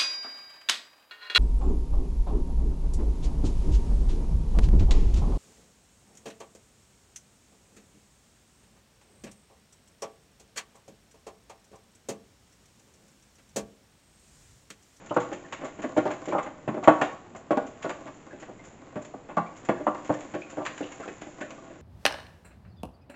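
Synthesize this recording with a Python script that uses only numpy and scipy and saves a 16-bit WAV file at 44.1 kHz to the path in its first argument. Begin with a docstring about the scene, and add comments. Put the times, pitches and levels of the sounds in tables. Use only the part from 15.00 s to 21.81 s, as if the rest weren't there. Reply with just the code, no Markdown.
"""A small kitchen, close to a plastic tub on a wooden board, where a wire whisk works thick batter.
The wires clack on the tub in uneven strokes that thud through the board; between blows the wires
scrape, the batter squelches and air pockets pop. Tiles and cupboards add a short tail over a quiet hush.
Heard in mono through one small, narrow-band microphone with a treble peak and one brief fizzy glitch."""
import sys
import numpy as np
from scipy import signal
from scipy.fft import rfft, irfft
from scipy.io import wavfile

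SR = 44100
rng = np.random.default_rng(int(sys.argv[2]) if len(sys.argv) > 2 else 0)


def wrap_up_sound(samples):
    """Save the sound to the file named by the first command line argument, as 16-bit audio."""
    columns = np.atleast_2d(samples).T
    # keep every value between -1 and 1, then stretch to whole-number steps
    tamed = np.clip(columns, -1, 1)
    steps = np.round(tamed * 32767).astype(np.int16)
    wavfile.write(sys.argv[1], SR, steps)


N = 300401
TIME = np.arange(N) / SR


def undb(db):
    """Decibels to gain."""
    return 10 ** (np.asarray(db) / 20)


def unit(x):
    """Scale to rms 1."""
    return x / np.sqrt(np.mean(x ** 2))


def burst(x, db):
    """Scale a short sound so that its first 30 ms have this level."""
    head = x[:int(.03 * SR)]
    return x * undb(db) / np.sqrt(np.mean(head ** 2))


def decay(t, t60):
    """A fade of 60 dB every t60 seconds."""
    return np.exp(-np.log(1000) * t / t60)


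def band(x, lo_hz, hi_hz, order=3):
    """Causal band-pass."""
    return signal.sosfilt(signal.butter(order, [lo_hz, hi_hz], "band", fs=SR, output="sos"), x)


def ring(x, response):
    """Pass a sound through an impulse response."""
    return signal.fftconvolve(x, response)[:len(x)]


def colour(points, size=2048):
    """Causal impulse response with a spectrum of (f/Hz, level/dB) points."""
    hz, db = np.transpose(points)
    bin_hz = np.arange(size // 2 + 1) * SR / size
    gain = undb(np.interp(np.log(bin_hz + 1), np.log(hz), db))
    cepstrum = irfft(np.log(gain))
    cepstrum[1:size // 2] *= 2
    cepstrum[size // 2 + 1:] = 0
    return irfft(np.exp(rfft(cepstrum)))


def crackle(per_s, spread_db, size):
    """Random clicks, a few much larger than the rest."""
    chance, polarity, rarity = rng.random((size, 3)).T
    strength = undb(-spread_db * np.log(np.maximum(rarity, .02)))
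    return (chance < per_s / SR) * np.sign(polarity - .5) * strength


def add(out, s, x):
    """Mix a short sound in at time s."""
    start = max(int(s * SR), 0)
    out[start:start + len(x)] += x[:max(N - start, 0)]


# room tone at the microphone: f/Hz, level/dB
HUSH_SPECTRUM = [(20, -3), (60, -2.5), (120, 3.5), (300, 4), (600, -3), (1200, -9.5), (2500, -17.5),
                 (5000, -31), (8000, -34)]
def room_tone(db=-51.5):
    """The kitchen's steady, low hush."""
    return undb(db) * unit(ring(rng.standard_normal(N), colour(HUSH_SPECTRUM)))


# the kitchen's reverberation by band: low f/Hz, high f/Hz, t60/s, level/dB
REVERB_BANDS = [(70, 460, 0.45, -10.5), (410, 1440, 0.45, -8.5), (1514, 4260, 0.39, -6.5),
                (3640, 8200, 0.54, -6)]
def kitchen(x, build_s=0.0055):
    """Tiles and cupboards return a quickly building, diffuse tail behind the direct sound."""
    t = TIME[:2 * SR // 3]
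    tail = np.zeros(len(t))
    for lo_hz, hi_hz, t60, db in REVERB_BANDS:
        shape = (1 - np.exp(-(t / build_s) ** 2)) * decay(t, t60)
        reflections = rng.standard_normal(len(t)) * shape / np.sqrt(np.sum(shape ** 2))
        tail += undb(db) * band(reflections, lo_hz, hi_hz)
    return x + ring(x, tail)


# resonances of the tub on its board: f/Hz, level/dB, t60/s
TUB_MODES = [(127.6, -9.5, 0.17), (171.8, -5.5, 0.13), (219, -7.5, 0.16), (275.5, -3.5, 0.18),
             (307, 6, 0.12), (363.5, -2.5, 0.21), (387, -14, 0.1), (492, -3.5, 0.18), (547, 3, 0.066),
             (606, 5.5, 0.13), (664, 1, 0.15), (766.5, -2.5, 0.097), (805, 0, 0.098), (917, -6.5, 0.08),
             (1044, -2.5, 0.14), (1117.6, 0, 0.16), (1171, -2, 0.12), (1323, -22, 0.065),
             (1450, -3.5, 0.12), (1535, -10, 0.077), (1806, -11, 0.096), (2048, -12, 0.084),
             (2174, -11, 0.046), (2350, -27.5, 0.073), (2593, -18, 0.15)]
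def tub(t, scatter_db):
    """The tub's answer to one tap: its modes, weighted by a random point of contact."""
    hz, db, t60 = np.transpose(TUB_MODES)[:, :, None]
    place, detune, phase = rng.standard_normal((len(TUB_MODES), 3)).T[:, :, None]
    # the shifting batter loads the floor and detunes it a little
    swing = np.sin(2 * np.pi * (hz * (1 + 0.013 * detune) * t + phase))
    return np.sum(undb(db + scatter_db * place) * swing * decay(t, t60), axis=0)


# wet smack and fine fizz, heard close: f/Hz, level/dB
SMACK_SPECTRUM = [(300, -15), (700, 3.5), (1400, 1.5), (2100, 1), (3200, -5.5), (4500, -18.5),
                  (8000, -33.5)]
FIZZ_SPECTRUM = [(1000, -18.5), (3000, -1.5), (5000, 2), (7000, 12.5), (8000, -3)]
# the stirring hand: t/s, vigour/dB, pressure on the tub's floor/dB
STIR_EFFORT = [(0.0, -61.5, 2), (0.3, -64, -0.5), (0.89, -63.5, 3), (1.25, -60.5, 3), (1.5, -69.5, 1.5),
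               (1.72, -68.5, -2), (1.99, -58.5, -1), (2.33, -73.5, 1), (2.88, -63, -2), (3.6, -68, 4),
               (4.39, -70, -1), (4.55, -64.5, 1.5), (5.19, -59.5, -2.5), (5.55, -61.5, 0),
               (5.83, -56.5, -3), (6.8, -65.5, 0.5)]
def stirring(scrape_db=11.5, smack_db=2.5, fizz_db=-8):
    """Wires drag over the tub's floor in small slips while the batter crackles around them."""
    s, vigour_db, press_db = np.transpose(STIR_EFFORT)
    vigour = undb(np.interp(TIME, s, vigour_db))
    pressure = undb(np.interp(TIME, s, press_db))
    slips = crackle(200, 7.3, N)
    scrape = undb(scrape_db) * unit(ring(slips, tub(TIME[:SR // 4], scatter_db=3.5)))
    smacks = undb(smack_db) * unit(ring(crackle(900, 3.5, N), colour(SMACK_SPECTRUM)))
    fizz = undb(fizz_db) * unit(ring(crackle(1000, 2.8, N), colour(FIZZ_SPECTRUM)))
    return vigour * (pressure * scrape + smacks + fizz)


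# wet squelches and, at 5.92 s, a brief fizzy microphone glitch: t/s, level/dB, decay time/s
CLICK_CLOUDS = [(0.059, -52, 0.011), (0.141, -50, 0.015), (0.198, -42, 0.038), (0.326, -43, 0.016),
                (0.523, -35, 0.012), (0.644, -45, 0.027), (0.818, -43.5, 0.013), (0.97, -40, 0.015),
                (1.11, -46.5, 0.029), (1.254, -47, 0.0099), (1.282, -44, 0.016), (1.426, -48, 0.014),
                (1.835, -37.5, 0.014), (2.012, -33, .019), (2.36, -54.5, .017), (2.664, -53.5, 0.016),
                (2.823, -42, 0.012), (2.892, -38.5, .012), (3.397, -54, 0.035), (3.638, -54.5, 0.037),
                (4.018, -56, .013), (4.046, -51, 0.01), (4.562, -54, 0.027), (4.648, -48.5, 0.012),
                (5.045, -48.5, 0.045), (5.136, -46, .011), (5.205, -48.5, 0.013), (5.497, -49, 0.017),
                (5.651, -38, 0.0087), (5.661, -31.5, 0.0085), (5.777, -43, 0.0091), (5.917, -45.5, 0.011),
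                (6.213, -46.5, .016), (6.405, -47, 0.012), (6.504, -46, .008)]
def squelches_and_glitch(attack_s=.0031, usual_db=-46, fizz_db=-60, fizz_growth=0.39):
    """Each is a short cloud of clicks, whose fizz grows more slowly than its smack."""
    out, t = np.zeros(N), TIME[:SR // 6]
    for s, db, decay_s in CLICK_CLOUDS:
        envelope = (1 - np.exp(-t / attack_s)) * np.exp(-t / decay_s)
        smack = ring(envelope * crackle(3500, 3.3, len(t)), colour(SMACK_SPECTRUM))
        fizz = ring(envelope * crackle(3400, 2.8, len(t)), colour(FIZZ_SPECTRUM))
        add(out, s, burst(smack, db - 2) + burst(fizz, fizz_db + fizz_growth * (db - usual_db)))
    return out


# dry clack of the plastic: f/Hz, level/dB
CLACK_SPECTRUM = [(60, -11.5), (140, -6.5), (600, 8), (1150, -2), (1600, -0.5), (2300, -12.5), (3200, -19),
                  (5000, -40.5), (8000, -32)]
def blow(landing_s, clack_db=-2, clack_t60=0.089):
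    """The wires land one after another and ring the tub; its thin plastic clacks while they land."""
    t = TIME[:SR // 5]
    wires = 0.31 * crackle(1300, 1.95, len(t)) * np.exp(-(t / landing_s) ** 4)
    wires[0] = 1
    fade = decay(np.maximum(t - 0.83 * landing_s, 0), clack_t60)
    clack = ring(rng.standard_normal(len(t)) * fade, colour(CLACK_SPECTRUM))
    modes = ring(wires, tub(t, scatter_db=1.93))
    return burst(modes, 0) + burst(clack, clack_db)


def blow_band(hit, lo_hz, hi_hz, db, fade_in_s=.002):
    """One band of a blow at its own level; a short fade-in keeps its start free of clicks."""
    sos = signal.butter(3, [lo_hz, hi_hz], "band", fs=SR, output="sos")
    fade_in = 1 - np.exp(-(TIME[:len(hit)] / fade_in_s) ** 4)
    return burst(fade_in * signal.sosfiltfilt(sos, hit, padlen=0), db)


def board_thud(hit, db):
    """The low part of a blow, which the wooden board takes up."""
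    return blow_band(hit, 95, 245, db)


# whisk on tub: t/s, level/dB, place (0 floor, 1 wall), hardness (0 coated, 1 bare wire), landing time/s
WHISK_BLOWS = [(0.108, -32.5, 0.76, 0, .009), (0.1646, -23, 0.74, 0.49, 0.013),
               (0.316, -38.5, 0.32, 0.65, .02), (0.611, -42.5, 0.45, 0.73, 0.027),
               (0.637, -38.5, .65, 0.39, 0.023), (0.79, -44.5, 0.23, 0.75, 0.012),
               (0.838, -33, 0.38, 0.69, 0.015), (0.965, -25.5, 0.3, 0.38, 0.011),
               (0.979, -25.5, 0.41, .55, .012), (1.054, -28.5, 0.63, 0.49, 0.027),
               (1.105, -41.5, 1, 0.92, 0.012), (1.276, -35.5, .15, .25, 0.025),
               (1.324, -30.5, .8, 0.52, 0.015), (1.35, -28, 0.83, 0, 0.023), (1.381, -33, 0.88, 0.72, .015),
               (1.461, -41, .7, 0.77, .017), (1.677, -32, .6, 0.65, 0.016), (1.743, -38, .25, 0.52, 0.0099),
               (1.767, -34.5, 0.46, .35, .017), (1.828, -37.5, 0.76, 0.43, 0.026),
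               (1.875, -11.5, .75, .45, 0.018), (2.014, -26, 0.73, 0.84, 0.0089),
               (2.349, -46.5, .7, 0.73, 0.016), (2.507, -23, 0.52, 0.44, 0.021),
               (2.572, -26, 0.54, .45, 0.011), (2.844, -32.5, .6, 0.55, 0.025), (2.892, -38, .8, 0.8, .017),
               (3.066, -47.5, 0.79, 0.87, .025), (3.328, -48.5, .1, 0.63, 0.0059),
               (3.425, -48, 0.51, 0.92, 0.01), (3.484, -46, 0.5, 0, .019), (3.957, -37, 0.49, .6, 0.016),
               (4.14, -42, 0.5, .2, 0.0061), (4.29, -44.5, 0.73, 0.72, 0.034), (4.369, -28, 1, .55, 0.018),
               (4.688, -24.5, 0.58, 0.61, 0.012), (4.799, -38.5, 0.29, 0.18, 0.022),
               (4.867, -25, 0.86, 0.41, 0.013), (4.948, -44.5, 0.78, 0.85, 0.0071),
               (5.094, -25, 0.53, 0.32, 0.012), (5.127, -40.5, .6, 0.63, 0.0087),
               (5.339, -35, 0.31, 0.69, 0.02), (5.57, -33.5, 0.4, 0.42, 0.023),
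               (5.604, -39, 0.75, .05, 0.017), (5.807, -36.5, 0, 0.52, 0.0084),
               (5.999, -44.5, 0.35, 0.81, 0.016), (6.078, -43.5, .2, 0.97, 0.018),
               (6.219, -47.5, 0, .8, 0.0054), (6.269, -48.5, 0.19, 0.29, 0.0065),
               (6.411, -40, 0.34, 0.99, 0.018), (6.704, -50.5, 0, 0.52, 0.0099)]
def knocks(lead_s=0.0021, firm_db=-31, board_give=.2):
    """Blows on the floor sound the tub's hollow, those on the wall clack higher; bare wires crack."""
    out = np.zeros(N)
    for s, db, place, hardness, landing_s in WHISK_BLOWS:
        hit = np.pad(blow(landing_s), (int(lead_s * SR), 0))
        board = board_thud(hit, db - 12 - board_give * (db - firm_db))
        hollow = blow_band(hit, 237, 429.6, db + 3 - 10.5 * place)
        floor = blow_band(hit, 462, 837, db - 0.28)
        wall = blow_band(hit, 794, 1400, db - 22 + 24.5 * place)
        crack = blow_band(hit, 1470, 7770, db - 29 + 28.5 * hardness)
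        knock = np.pad(board + hollow + floor + wall + crack, (0, SR // 2))
        # the tub slides about, so every blow meets the room from a new place
        add(out, s - lead_s, kitchen(knock))
    return out


# a further board thud under some whisk blows, in the same low band: t/s, level/dB
EXTRA_THUDS = [(0.79, -46), (1.677, -30.5), (3.958, -39), (4.368, -31.5), (4.688, -31), (5.094, -34),
               (5.339, -45.5)]
def extra_thuds():
    """Under some whisk blows the board gives a further, stronger thud that carries into the room."""
    out = np.zeros(N)
    for s, db in EXTRA_THUDS:
        thud = board_thud(blow(landing_s=0.018), db)
        add(out, s, kitchen(np.pad(thud, (0, SR // 2))))
    return out


def air_pockets(per_s=3, low_hz=550, high_hz=3297, open_s=0.023, rise=0.07, t60=0.025):
    """Air pockets open at random; each rings, fed by the tearing batter, and rises in pitch."""
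    out, t = np.zeros(N), TIME[:SR // 6]
    stir_s, vigour_db, _ = np.transpose(STIR_EFFORT)
    age = t / open_s
    for k in range(int(per_s * N / SR)):
        when, smallness = rng.random(2)
        s = (k + when) / per_s
        hz = low_hz * (high_hz / low_hz) ** smallness
        db = np.interp(s, stir_s, vigour_db) + rng.normal(11, 2)
        tearing = crackle(1700, 1.9, len(t)) * np.exp(-age ** 2)
        click_phases = np.exp(2j * np.pi * rng.random(len(t)))
        swell = ring(tearing * click_phases, decay(t, t60))
        phase = 2 * np.pi * np.cumsum(hz * (1 + rise * (np.tanh(age) - .5))) / SR
        add(out, s, burst(np.real(swell * np.exp(1j * phase)), db))
    return out


def scene():
    """The whisking and its kitchen as they reach the microphone."""
    hush = room_tone()
    impacts = band(knocks() + extra_thuds(), 75, 12000)  # cut the rumble below 75 Hz from the knocks
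    small_sounds = kitchen(squelches_and_glitch() + stirring() + air_pockets())
    return (impacts + small_sounds + hush)[None]


def record(dry):
    """The small microphone has a treble peak, rounds off the hardest blow and cuts the highest treble."""
    ceiling, top_hz = .96, 7550
    bright = dry + undb(7.5) * band(dry, 6860, 7670, order=1)
    rounded = bright / (1 + (bright / ceiling) ** 6) ** (1 / 6)
    return signal.sosfiltfilt(signal.cheby1(9, .05, top_hz, fs=SR, output="sos"), rounded)


dry = scene()
out = record(dry)
wrap_up_sound(out)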